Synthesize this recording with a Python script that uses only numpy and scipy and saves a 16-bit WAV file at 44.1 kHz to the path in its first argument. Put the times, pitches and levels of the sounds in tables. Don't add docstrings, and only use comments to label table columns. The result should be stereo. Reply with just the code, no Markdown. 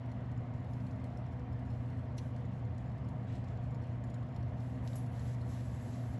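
import sys
import numpy as np
from scipy import signal
from scipy.io import wavfile

SR = 44100
rng = np.random.default_rng(int(sys.argv[2]) if len(sys.argv) > 2 else 0)


def to_wav(s):
    ch = np.atleast_2d(s).T
    pcm = np.round(np.clip(ch, -1, 1) * 32767)
    wavfile.write(sys.argv[1], SR, pcm.astype(np.int16))


N = 273067
TIME = np.arange(N) / SR

# t/s, relative level/dB, spectral tilt/(dB per octave)
DROPLETS = [(.0575, -64, 1), (0.115, -55, 2), (.2055, -66, -5), (0.314, -59, -1), (.404, -72, -2),
            (.536, -59.5, -3), (.602, -67, 10), (.644, -60, 4), (.7333, -57, -11), (.8, -57.5, -10),
            (.866, -58.5, -1), (.909, -56, -3), (.997, -64, -1), (1.04, -55, 0), (1.06, -63, 1),
            (1.172, -56.5, -3), (1.246, -72, -1), (1.2615, -63, -5), (1.327, -65, 4), (1.394, -65, -1),
            (1.5265, -60, 3), (1.591, -57, -2), (1.658, -67, 1), (1.701, -60, -2), (1.858, -62, -3),
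            (1.898, -61, -2), (1.972, -64, -4), (1.988, -66, -2), (2.121, -66, 5), (2.362, -55.5, -4),
            (2.4505, -59.5, 0), (2.649, -63, 0), (2.7792, -57, -3), (2.978, -57.5, -6), (3.044, -61, 0),
            (3.086, -54, 4), (3.227, -66, -5), (3.3225, -57, -6), (3.3505, -56, 3), (3.439, -60, -5),
            (3.4825, -59.5, -4), (3.572, -61.5, -12), (3.706, -62, 1), (3.745, -55.5, -2), (3.8205, -66, 6),
            (3.835, -63, -5), (3.899, -70, -5), (3.955, -66, -2), (4.038, -55.5, 0), (4.098, -56, -5),
            (4.1405, -55.5, -5), (4.228, -59.5, -5), (4.287, -64, -4), (4.344, -64, -8), (4.361, -55.5, -4),
            (4.426, -58.5, -14), (4.6, -53.5, -1), (4.74, -63, -2), (4.931, -52, -11), (5.061, -54, 8),
            (5.193, -52.5, 0), (5.345, -55, 1), (5.4135, -57, -5), (5.534, -53, -2), (5.937, -57, 0),
            (6.178, -56, 0)]
# f/Hz, width/Hz, relative level/dB
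SPRAY_BANDS = [(3400, 1500, -7), (4700, 1700, -2.5), (6000, 2000, -5), (7600, 2000, -5), (9300, 2000, -3.5),
               (10700, 1500, -9.5)]
def spits(rise_s=.0006, t60=.04, pivot_hz=6000, tiny_per_s=92):
    rate = tiny_per_s * from_db(6.5 * drift(5.3))
    tiny = (rng.random(N) < rate / SR) * from_db(-72.5 + 1.5 * np.clip(rng.standard_normal(N), -2, 2))
    grit = rms_one(from_db(3 * drift(500)))
    decay, lag = np.exp(-np.log(1000) / (t60 * SR)), np.exp(-1 / (rise_s * SR))

    def spray(hz):
        bursts = tiny.copy()
        for s, level_db, tilt_db in DROPLETS:
            bursts[int(s * SR)] += from_db(level_db + tilt_db * np.log2(hz / pivot_hz))
        power = signal.lfilter([1 - lag], np.convolve([1, -decay ** 2], [1, -lag]), bursts ** 2 + 1e-18)
        return np.sqrt(power) * grit * rng.standard_normal(N)

    splash = sum(from_db(level_db - 4.5 + 3 * drift(11)) * resonance(spray(hz), hz, width_hz)
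                 for hz, width_hz, level_db in SPRAY_BANDS)
    ringing = from_db(-31.5) * lid(spray(pivot_hz))
    return kitchen(pan(1.4) * (splash + ringing), wet_db=-8.5)


# f/Hz, relative level/dB, T60/s
LID_MODES = [(4080, -14, .03), (4280, -.5, .021), (5220, -3.5, .019), (5570, -6, .02), (5780, -17, .03),
             (6320, -17, .04), (6990, -2.5, .019), (8350, -2, .02), (9500, -9, .02), (9950, -12, .03),
             (11550, -18, .025)]
def lid(force):
    return sum(ring(force * from_db(level_db + 3.5 * drift(14)), hz, t60)
               for hz, level_db, t60 in LID_MODES)


# t/s, crack level/dB, snap level/dB, crack T60/s, rise/s,
# f/Hz, width/Hz, ring level/dB, left-right/dB
TICK_PARTS = [(2.169, -69, -120, .05, .003, 7000, 7000, -120, 2),
              (2.1775, -60, -120, .055, .002, 10200, 2200, -84, 2),
              (2.1778, -60, -120, .055, .002, 6800, 7000, -120, 2),
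              (2.1783, -54, -120, .052, .003, 5700, 900, -120, 4),
              (2.1795, -63, -120, .05, .003, 6330, 350, -120, 4),
              (2.18, -56, -120, .05, .003, 4050, 500, -120, 3),
              (2.181, -53, -120, .05, .004, 2450, 2400, -120, 3),
              (4.8763, -120, -23.5, .004, .0003, 2600, 5500, -120, 4.5),
              (4.8782, -56.5, -120, .045, .001, 3600, 5000, -120, 3),
              (4.9562, -51, -27.5, .008, .0004, 8500, 7000, -120, .5),
              (4.9575, -54, -120, .085, .002, 7600, 6500, -58, .5),
              (4.977, -56.5, -120, .05, .008, 10400, 1800, -120, 0)]
# f/Hz, relative level/dB, T60/s
PAN_MODES = [(8400, -10, .07), (9938, 0, .19), (10380, -1, .1), (10540, -3, .14), (11300, 1, .12)]
def ticks():
    out = 0
    for s, crack_db, snap_db, t60, rise_s, hz, width_hz, ring_db, balance_db in TICK_PARTS:
        grit = rms_one(resonance(rng.standard_normal(N), hz, width_hz))
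        crack = grit * swell(s, rise_s, crack_db, rise_s, t60)
        click = (np.arange(N) == int(s * SR)) + 1e-12
        snap = from_db(snap_db) * resonance(click, hz, width_hz)
        steel = sum(ring(click * from_db(ring_db + mode_db), mode_hz, mode_t60)
                    for mode_hz, mode_db, mode_t60 in PAN_MODES)
        out = out + pan(balance_db) * (crack + snap + steel)
    return kitchen(from_db(-1) * out + from_db(-54) * lid(out), wet_db=-10.5)


# t/s, duration/s, level/dB, T60/s
JUICE_FLARES = [(0.646, 0.24, -77.5, 0.3), (1.696, .24, -80, .27), (2.16, 0.11, -75, 0.29),
                (4.55, 0.15, -72, 0.74), (4.804, .19, -66.5, 0.53), (5.094, 0.2, -66, .23),
                (5.22, 0.12, -65.5, .12), (5.33, 0.11, -76, .27), (5.44, 0.16, -63, .25),
                (5.58, 0.37, -66.5, .27), (5.75, 0.31, -70, 0.3), (5.887, 0.26, -68, 0.3)]
# f/Hz, relative level/dB
SIZZLE_SPECTRUM = [(1500, 10.5), (2500, 2), (4000, 2), (5700, 0), (7500, 1), (9000, 1.5), (10500, -2),
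                   (11700, 2)]
def sizzle(simmer_db=-90, attack_s=.062):
    grain = rms_one(from_db(-.6 * drift(300)))
    flare_power = sum(swell(s, length_s, level_db, attack_s, t60) ** 2
                      for s, length_s, level_db, t60 in JUICE_FLARES)
    envelope = np.sqrt(from_db(simmer_db) ** 2 + flare_power)
    return envelope * grain * banded_noise(SIZZLE_SPECTRUM, flicker_db=1.5, count=12)


# t/s, duration/s, level/dB
PAN_NUDGES = [(3.255, 0.11, -67), (3.453, 0.025, -68)]
# f/Hz, relative level/dB
RUB_SPECTRUM = [(1500, 0), (3200, 2), (5000, -10), (7500, -9), (12000, -35)]
def slide():
    rub = banded_noise(RUB_SPECTRUM, flicker_db=1, count=6)
    return rub * sum(swell(s, length_s, level_db, attack_s=.034, t60=.31)
                     for s, length_s, level_db in PAN_NUDGES)


# f/Hz, relative level/dB
RUMBLE_SPECTRUM = [(15, -43.5), (35, -21), (50, -13), (70, -0.5), (84, -2), (105, 0.5), (140, -4),
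                   (168, -17.5), (195, -4.5), (225, -17.5), (265, -8.5), (310, -21.5)]
RUSH_SPECTRUM = [(310, 1.5), (430, -3.5), (560, -0.5), (660, 1.5), (760, 0), (850, -8.5), (1050, -4.5),
                 (1300, -13), (2000, -13.5), (2400, -21), (3000, -22.5), (4000, -31), (6500, -41),
                 (11700, -54.5)]
# f/Hz, nominal width/Hz, level/dB, left-right/dB
DUCT_MODES = [(145.5, 8.2, -52.5, -1.5), (190.5, 20, -54.5, -3.5), (494.5, 14, -67, -11),
              (620.8, 22, -67, 8), (669, 52, -66, 3), (925.4, 55, -67, 1.5)]
def fan_air():
    rumble = from_db(-43.5) * banded_noise(RUMBLE_SPECTRUM, flicker_db=1.27, count=26)
    rush = from_db(-53.5) * banded_noise(RUSH_SPECTRUM, flicker_db=1.5, count=30)
    duct = 0
    for hz, width_hz, level_db, balance_db in DUCT_MODES:
        stir = rng.standard_normal(N) + .5 * rng.standard_normal((2, N))
        mode = rms_one(resonance(stir, hz, 1.39 * width_hz))
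        duct = duct + from_db(level_db) * pan(balance_db) * mode
    return rumble + rush + duct


# f/Hz, level/dB, left-right/dB, phase lead of left/rad, unsteadiness (0-1)
HUM_TONES = [(91, -52, -1.5, 0, .3), (120, -41.7, -1.5, .1, .08), (240, -54.5, -5, .45, .15),
             (258, -55.5, -6.5, .5, .4), (360, -74, -5, 1.5, .3), (480, -70, -3, .8, .3),
             (720, -69.5, 1, .6, .25), (2879, -90, 5, 1.5, .4)]
def hum():
    out = 0
    for hz, level_db, balance_db, lead, unsteady in HUM_TONES:
        phase = 2 * np.pi * (hz * TIME + rng.random()) + unsteady * drift(.7)
        level = from_db(level_db) * rms_one(1 + unsteady * drift(2.5))
        out = out + np.sqrt(2) * level * pan(balance_db) * np.sin(phase + np.array([[.5], [-.5]]) * lead)
    return out


def kitchen(x, wet_db, t60=.45):
    t = TIME[:SR // 2]
    tail = rng.standard_normal((2, len(t))) * np.exp(-np.log(1000) * t / t60) * (t > .003)
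    tail /= np.sqrt(np.sum(tail ** 2, axis=1, keepdims=True))
    return x + from_db(wet_db) * signal.fftconvolve(x.mean(axis=0, keepdims=True), tail, axes=1)[:, :N]


# f/Hz, correlation
EAR_CORRELATION = [(60, 0.99), (140, 1), (200, 0.94), (300, 0.14), (400, 0.49), (650, 0.44), (1000, 0.27),
                   (1800, 0.74), (4000, 0.52), (7000, 1), (10000, 1)]
# f/Hz, left-right/dB
EAR_BALANCE = [(60, -3.5), (140, 1), (220, -3.5), (320, 0), (480, 1.5), (600, -1), (1100, 1.5), (1700, 0),
               (3000, 3), (7000, 1.5), (10000, -1)]
def banded_noise(spectrum, flicker_db, count):
    out, edges = 0, np.geomspace(spectrum[0][0], spectrum[-1][0], count + 1)
    white = rng.standard_normal((2, 2, N))
    for k, (low, high) in enumerate(zip(edges, edges[1:])):
        band = signal.butter(2, [low, high], "band", fs=SR, output="sos")
        mid, side = signal.sosfilt(band, white[k % 2])
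        hz = np.sqrt(low * high)
        alike = at_hz(EAR_CORRELATION, hz)
        gain = from_db(at_hz(spectrum, hz) + flicker_db * drift(16.5)) * pan(at_hz(EAR_BALANCE, hz))
        out = out + gain * (np.sqrt(1 + alike) * mid + np.sqrt(1 - alike) * side * [[1], [-1]])
    return rms_one(out)


def ring(force, hz, t60):
    r, w = np.exp(-np.log(1000) / (t60 * SR)), 2 * np.pi * hz / SR
    return signal.lfilter([0, np.sin(w)], [1, -2 * r * np.cos(w), r * r], force + 1e-18)


def resonance(x, hz, width_hz):
    r = np.exp(-np.pi * width_hz / SR)
    b = np.array([1, 0, -1]) * (1 - r * r) / 2
    a = [1, -2 * r * np.cos(2 * np.pi * hz / SR), r * r]
    return signal.lfilter(b, a, signal.lfilter(b, a, x))


def swell(s, length_s, level_db, attack_s, t60):
    rise = np.clip((TIME - s) / attack_s, 0, 1)
    fall = np.exp(-np.log(1000) * np.clip((TIME - s - length_s) / t60, 0, 10))
    return from_db(level_db) * rise * fall


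def drift(rate_hz):
    r = np.exp(-80 * np.pi * rate_hz / SR)
    slow = signal.lfilter([1], [1, -2 * r, r * r], rng.standard_normal(N // 40 + 2002))[2000:]
    return np.interp(np.arange(N) / 40, np.arange(len(slow)), rms_one(slow))


def at_hz(points, hz):
    freqs, values = np.transpose(points)
    return np.interp(np.log(hz), np.log(freqs), values)


def pan(balance_db):
    return from_db(np.array([[.5], [-.5]]) * balance_db)


def from_db(db):
    return 10 ** (np.asarray(db) / 20)


def rms_one(x):
    return x / np.sqrt(np.mean(x ** 2) + 1e-20)


def scene():
    return spits() + ticks() + sizzle() + slide() + fan_air() + hum()


# lower f/Hz, upper f/Hz
ANTIPHASE_BAND = [8120, 10030]
def record(dry, cutoff_hz=11750):
    inside = signal.sosfilt(signal.butter(3, ANTIPHASE_BAND, "bandpass", fs=SR, output="sos"), dry)
    outside = signal.sosfilt(signal.butter(3, ANTIPHASE_BAND, "bandstop", fs=SR, output="sos"), dry)
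    heard = outside + inside * [[1], [-1]]
    return signal.sosfilt(signal.ellip(8, .2, 60, cutoff_hz, fs=SR, output="sos"), heard)


dry = scene()
out = record(dry)
to_wav(out)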